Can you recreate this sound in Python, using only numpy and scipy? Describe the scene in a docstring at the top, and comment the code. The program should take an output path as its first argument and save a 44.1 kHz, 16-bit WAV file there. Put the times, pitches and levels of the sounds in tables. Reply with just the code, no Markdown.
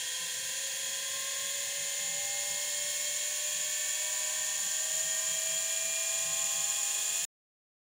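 """A thin whine climbs slowly in pitch: a small brush motor runs unloaded on a cloth-covered bench
while its supply voltage is turned up. Commutator bars and bearing balls sing at fixed multiples of
the shaft speed through the resonances of the cast frame. The brushes hiss, the dry bearing rattles
near 7 kHz and the room rumbles faintly, until the sound is cut off abruptly."""
import sys
import numpy as np
from scipy import signal
from scipy.fft import rfft, irfft
from scipy.io import wavfile

SR = 44100
rng = np.random.default_rng(int(sys.argv[2]) if len(sys.argv) > 2 else 0)


def generate_wav(signal):
    """Clip the signal to [-1, 1] and save it as 16-bit WAV at the path in sys.argv[1]."""
    frames = np.transpose(np.atleast_2d(signal))
    scaled = np.clip(frames, -1, 1) * 32767
    pcm = np.round(scaled).astype(np.int16)
    wavfile.write(sys.argv[1], SR, pcm)


N = 345744
TIME = np.arange(N) / SR
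BIN_HZ = np.maximum(np.arange(N // 2 + 1) * SR / N, 1)


def from_db(db):
    """Decibels to gain."""
    return 10 ** (np.asarray(db) / 20)


def unit_rms(x):
    """Scale to unit rms."""
    return x / np.sqrt(np.mean(x ** 2) + 1e-20)


def automation(rows):
    """One curve per value column of a timed table, at every sample."""
    times, *columns = np.transpose(rows)
    return [np.interp(TIME, times, column) for column in columns]


def eq_curve(points):
    """Gain at every frequency bin from (freq_hz, gain_db) points."""
    hz, db = np.transpose(points)
    return from_db(np.interp(np.log(BIN_HZ), np.log(hz), db))


def resonance(hz, width_hz, db=0):
    """Gain of one steep-sided resonance at every frequency bin."""
    return from_db(db) / (1 + (2 * (BIN_HZ - hz) / width_hz) ** 2)


def filtered(x, gain):
    """Filter by a gain per frequency bin."""
    return irfft(rfft(x) * gain, N)


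def drift(rate_hz):
    """Random wander with spread 1."""
    knots = rng.standard_normal(1024)
    return np.interp(TIME * rate_hz, np.arange(len(knots)), knots, period=len(knots)) * np.sqrt(3 / 2)


# Tone colour of the room rumble: freq_hz, gain_db
RUMBLE_EQ = [(15, -42), (30, -34), (45, -22), (58, -12), (82, -10), (100, 2.5), (120, -1), (150, -3.5),
             (200, -4.5), (260, -5.5), (320, -18), (420, -31)]
# Fader for the rumble bed between booms: time_s, level_db
RUMBLE_FADER = [(0, -70.5), (1.8, -69), (3, -72), (4.3, -71), (5.3, -69), (7.25, -70.5)]
# Soft booms, where the rumble and a room mode swell: start_s, length_s, gain_db
BOOMS = [(0.218, 0.038, -63.5), (0.439, 0.044, -67.5), (1.425, 0.046, -65), (1.786, 0.08, -61),
         (1.984, 0.25, -62.5), (2.494, 0.064, -61), (2.822, 0.04, -65), (3.546, 0.05, -63.5),
         (4.614, 0.072, -62), (4.925, 0.054, -66.5), (5.033, 0.056, -65), (5.3, 0.048, -62),
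         (5.48, 0.108, -63.5), (5.845, 0.054, -63), (6.226, 0.134, -58.5), (6.415, 0.054, -60),
         (6.549, 0.076, -62.5), (7.226, 0.03, -67)]

def room_rumble(lumpy_db, swell_db, boom_db, mode_rest_db, fade_s):
    """Lumpy low noise and one room mode; both rise with each boom."""
    booms = np.zeros(N)
    for start, length, db in BOOMS:
        corners_s = [start - fade_s, start + length / 2, start + length + fade_s]
        booms += from_db(db) * np.interp(TIME, corners_s, [0, 1, 0])
    low_noise = unit_rms(filtered(rng.standard_normal(N), eq_curve(RUMBLE_EQ)))
    mode = unit_rms(filtered(rng.standard_normal(N), resonance(hz=165.5, width_hz=17)))
    steady_mode = unit_rms(np.cos(np.angle(signal.hilbert(mode))))  # envelope flattened
    bed_db = automation(RUMBLE_FADER)[0] + lumpy_db * drift(12)
    bed = from_db(bed_db) * low_noise + from_db(mode_rest_db) * mode
    return bed + booms * (from_db(swell_db) * low_noise + from_db(boom_db) * steady_mode)


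# Body resonances of the cast frame and its end shields: centre_hz, width_hz, gain_db
FRAME_MODES = [(382, 160, -30.5), (514.4, 53, -18.5), (610, 91, -17.5), (694, 270, -26.5), (787.5, 47, -18),
               (1021, 124, -20), (1415, 100, -30), (1610, 126, -15.5), (1780, 130, -12.5),
               (1850, 90, -10.5), (2147, 440, -19), (2520, 270, -19), (2548, 120, -14.5), (2728, 130, -12),
               (2870, 170, -13), (3080, 120, -12), (3228, 132, -5), (3350, 110, -6.5), (3594, 260, -14.5),
               (3973, 75, -14.5), (4353, 1200, -15.5), (5383, 190, -14), (6340, 2600, -15.5),
               (6660, 176, -9.5), (7036, 514, -0.5), (7440, 430, -13), (8280, 1600, -15), (9730, 1700, -15),
               (12400, 2600, -27), (15024, 870, -17.5)]

def frame_response(rugged_db, spacing_hz):
    """The frame's main resonances; in the treble, countless small modes make the response rugged."""
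    body = np.sqrt(sum(resonance(*mode) ** 2 for mode in FRAME_MODES))
    centres_hz = np.arange(0, SR / 2, spacing_hz)
    ripple = np.interp(BIN_HZ, centres_hz, rng.standard_normal(len(centres_hz)))
    depth_db = rugged_db * np.interp(BIN_HZ, [3500, 5000, 7000, 8500], [0, .7, .3, 1])
    return body * from_db(depth_db * ripple)


# Colour of the brush friction going into the frame: freq_hz, gain_db
HISS_EQ = [(300, 3.5), (600, -9.5), (1100, 2), (1800, -5.5), (2500, -4.5), (3200, -4.5), (4500, 3),
           (6000, -2.5), (7000, -5.5), (8500, 3.5), (12000, 0), (15500, 3.5)]

def brush_hiss(frame, chatter_db):
    """Carbon sliding on copper: hiss that flutters with the contact."""
    sliding = rng.standard_normal(N) * from_db(chatter_db * drift(900))
    return unit_rms(filtered(sliding, frame * eq_curve(HISS_EQ)))


def rough_ring(turns, bumps):
    """A rough ring passing a contact: the same random profile returns on every turn."""
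    profile = signal.resample(rng.standard_normal(bumps), bumps * 8)
    return np.interp(turns % 1 * len(profile), np.arange(len(profile)), profile)


# Colour of the rolling noise going into the frame: freq_hz, gain_db
RATTLE_EQ = [(400, -6.5), (1500, -5.5), (3200, -15), (5000, -5.5), (6300, -4), (7000, -2), (8000, -7.5),
             (10000, -3), (15500, -11)]

def bearing_rattle(turns, frame, repeat_db, ball_db, load_db, sideband_db, grit_db):
    """Rolling noise that returns with the cage and pulses as each ball meets an inner race flaw."""
    cage_per_turn, passes_per_turn = .3883, 4.8935
    rolling = from_db(repeat_db) * rough_ring(cage_per_turn * turns, bumps=1500) + rng.standard_normal(N)
    angle = 2 * np.pi * turns
    # the two poles pull on the rotor twice a turn, which also beats with the ball passes
    pressure_db = ball_db * np.cos(passes_per_turn * angle) + load_db * np.cos(2 * angle)
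    pressure_db += sideband_db * np.cos((passes_per_turn - 2) * angle)
    rolling *= from_db(pressure_db + grit_db * drift(700) + 0.58 * drift(30))
    return unit_rms(filtered(rolling, frame * eq_curve(RATTLE_EQ)))


# Faders for the two friction layers, ahead of their trims: time_s, rattle_db, hiss_db
FRICTION_FADERS = [(0, -42, -42.5), (.5, -42, -41.5), (1, -44.5, -42), (1.5, -43, -41.5), (2, -39.5, -42.5),
                   (2.5, -46, -39.5), (3, -41.5, -39.5), (3.5, -39.5, -41), (4, -39, -40.5),
                   (4.5, -37, -42), (5, -35, -42.5), (5.5, -37, -40.5), (6, -36, -41.5), (6.5, -36, -40.5),
                   (7.25, -36.5, -39.5)]

def friction(turns, frame):
    """The motor's noise bed: the dry bearing and the brushes, each on its own fader."""
    rattle_db, hiss_db = automation(FRICTION_FADERS)
    rattle = bearing_rattle(turns, frame, repeat_db=-0.5, ball_db=0.5, load_db=2.5,
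                            sideband_db=2.0, grit_db=-0.5)
    hiss = brush_hiss(frame, chatter_db=-0.5)
    return from_db(rattle_db - 1.6) * rattle + from_db(hiss_db + 0.63) * hiss


def tone_row(turns, spacing, offset, span, uneven_db, slip_turns, size=8192):
    """Uneven tones whose phase wanders as a contact slips; spacing, offset, span in cycles per turn."""
    orders = np.arange(0, span[1], spacing) + offset
    lead_orders = np.array(WHINE_TONES)[:, 0]
    clear_of_whine = np.abs(orders[:, None] - lead_orders).min(axis=1) > .05
    strength, phase = rng.random((2, len(orders)))
    gains = from_db(uneven_db * (2 * strength - 1)) * clear_of_whine * (orders >= span[0])
    wavetable = size * np.fft.ifft(gains * np.exp(2j * np.pi * phase), size)
    slipped = turns + slip_turns * drift(6)
    row = np.interp(spacing * slipped % 1 * size, np.arange(size), wavetable)
    return np.sqrt(2) * np.real(row * np.exp(2j * np.pi * offset * slipped))


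# Colour of the brush buzz going into the frame: freq_hz, gain_db
BUZZ_EQ = [(4500, -43), (6500, -48.5), (8500, -44.5), (10500, -44), (13500, -41), (16000, -43)]

def brush_buzz(turns, speed, trim_db, doubling_db, uneven_db, slip_turns):
    """Two opposite brushes ride one copper profile, so only even multiples sound; louder with speed."""
    drive_db = trim_db + doubling_db * np.log2(speed / speed.mean())
    row = tone_row(turns, spacing=2, offset=0, span=(72, 268), uneven_db=uneven_db, slip_turns=slip_turns)
    return from_db(drive_db) * filtered(row, eq_curve(BUZZ_EQ))


# Flaws of the inner race, outer race and ball: passes_per_turn, sideband_cycles_per_turn, gain_db
BEARING_FLAWS = [(4.8935, 1, 1.5), (3.1065, .3883, -1), (4.0835, .3883, -1)]
# Colour of the bearing hum going into the frame: freq_hz, gain_db
HUM_EQ = [(500, -46), (1000, -52), (1500, -45), (2400, -46.5), (3300, -47.5), (4100, -45.5), (5200, -54.5),
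          (6500, -46.5), (7500, -50.5)]

def bearing_hum(turns, trim_db, sideband_db, uneven_db, slip_turns):
    """Each flaw hums at multiples of its pass rate, with a sideband on either side."""
    hum = np.zeros(N)
    for passes, sideband, db in BEARING_FLAWS:
        for side in (-1, 0, 1):
            row = tone_row(turns, spacing=passes, offset=side * sideband, span=(8, 120),
                           uneven_db=uneven_db, slip_turns=slip_turns)
            hum += from_db(db + sideband_db * abs(side)) * row
    return from_db(trim_db) * filtered(hum, eq_curve(HUM_EQ))


# Narrow peaks and notches of the frame on the bench: centre_hz, width_hz, gain_db
PEAKS_AND_NOTCHES = [(406, 7, 16.1), (540, 13, -8.0), (581, 18, 2.3), (612, 3, -4.7), (629, 3, -12.1),
                     (665, 42, 7.8), (672, 20, -12.2), (771, 22, 9.9), (808, 35, 25.5), (992, 23, 23.1),
                     (1028, 9, 16.1), (1064, 31, 24.9), (1627, 32, 12.2), (1665, 58, -17.0),
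                     (1769, 24, 13.8), (1813, 19, 15.3), (1855, 17, 17.3), (1973, 87, -16.0),
                     (2126, 24, 3.0), (2219, 14, -12.0), (2326, 36, -14.0), (2413, 14, 5.9),
                     (2733, 25, 16.0), (3227, 85, 22.0), (3330, 66, 17.5), (3380, 29, 14.2),
                     (3643, 51, 8.2), (4047, 15, 3.0), (5427, 100, 7.9)]
# Lead voices, from the commutator bars (18, 36, 90 per turn) and the races and balls (the rest):
# cycles_per_turn, gain_db, coupling_ratio (to the peaks and notches: 0 none, 1 normal)
WHINE_TONES = [(5.893, -81.1, 1.0), (8.16, -69.7, 0.8), (9.787, -54.3, 1.2), (11.84, -78.1, 0.9),
               (12.64, -81.0, 0.7), (13.681, -84.0, 1.1), (15.53, -82.9, 1.0), (15.681, -78.6, 1.0),
               (16.69, -82.6, 0.9), (18, -62.5, 0.0), (18.63, -82.0, 1.1), (28.368, -59.1, 0.7),
               (36, -50.1, 1.3), (39.17, -58.7, 1.3), (48.93, -65.9, 0.8), (53.86, -68.6, 0.8),
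               (58.77, -70.8, 1.0), (63.66, -63.6, 1.3), (90, -60.6, 1.0)]

def motor_whine(turns, speed, trim_db, waver_db):
    """Tones locked to the shaft; each swells or fades as its pitch sweeps through a peak or notch."""
    response_db = sum(db * resonance(hz, width_hz) for hz, width_hz, db in PEAKS_AND_NOTCHES)
    whine = np.zeros(N)
    for order, db, coupling in WHINE_TONES:
        swell_db = coupling * np.interp(order * speed, BIN_HZ, response_db)
        gain = from_db(db + trim_db + swell_db + waver_db * drift(25))
        whine += gain * np.sin(2 * np.pi * (order * turns + rng.random()))
    return np.sqrt(2) * whine


# The shaft's slow run-up, which sets every motor pitch: time_s, speed_turns_per_s
RUN_UP = [(0.0, 54.798), (0.25, 55.207), (0.5, 55.7), (1.0, 56.633), (2.0, 58.321), (2.5, 59.306),
          (3.0, 60.43), (4.5, 63.974), (4.75, 64.449), (5.0, 65.135), (5.5, 66.076), (6.0, 67.05),
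          (6.5, 67.922), (7.0, 68.873), (7.25, 69.32)]

def shaft():
    """Speed and running count of turns as the voltage rises; the turns carry a slight flutter."""
    speed = automation(RUN_UP)[0]
    turns = np.cumsum(speed * (1 + .0002 * drift(12))) / SR
    return speed, turns


def scene():
    """All parts of the motor follow one shaft, over the room rumble; both channels are the same."""
    speed, turns = shaft()
    frame = frame_response(rugged_db=2.8, spacing_hz=90)
    hum = bearing_hum(turns, trim_db=0.35, sideband_db=-4.5, uneven_db=3.0, slip_turns=.0005)
    buzz = brush_buzz(turns, speed, trim_db=-2.0, doubling_db=16.5, uneven_db=5.5, slip_turns=.0001)
    whine = motor_whine(turns, speed, trim_db=0.56, waver_db=1.06)
    motor = whine + filtered(hum + buzz, frame) + friction(turns, frame)
    room = room_rumble(lumpy_db=2.5, swell_db=-7.5, boom_db=0.5, mode_rest_db=-75.5, fade_s=0.033)
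    return np.tile(motor + room, (2, 1))


def record(dry):
    """The sound stops dead, and a steep low-pass takes off the very top."""
    stop_s, cutoff_hz = 7.2512, 15800
    low_pass = signal.ellip(12, .1, 90, cutoff_hz, fs=SR, output="sos")
    return signal.sosfilt(low_pass, dry * (TIME < stop_s))


dry = scene()
out = record(dry)
generate_wav(out)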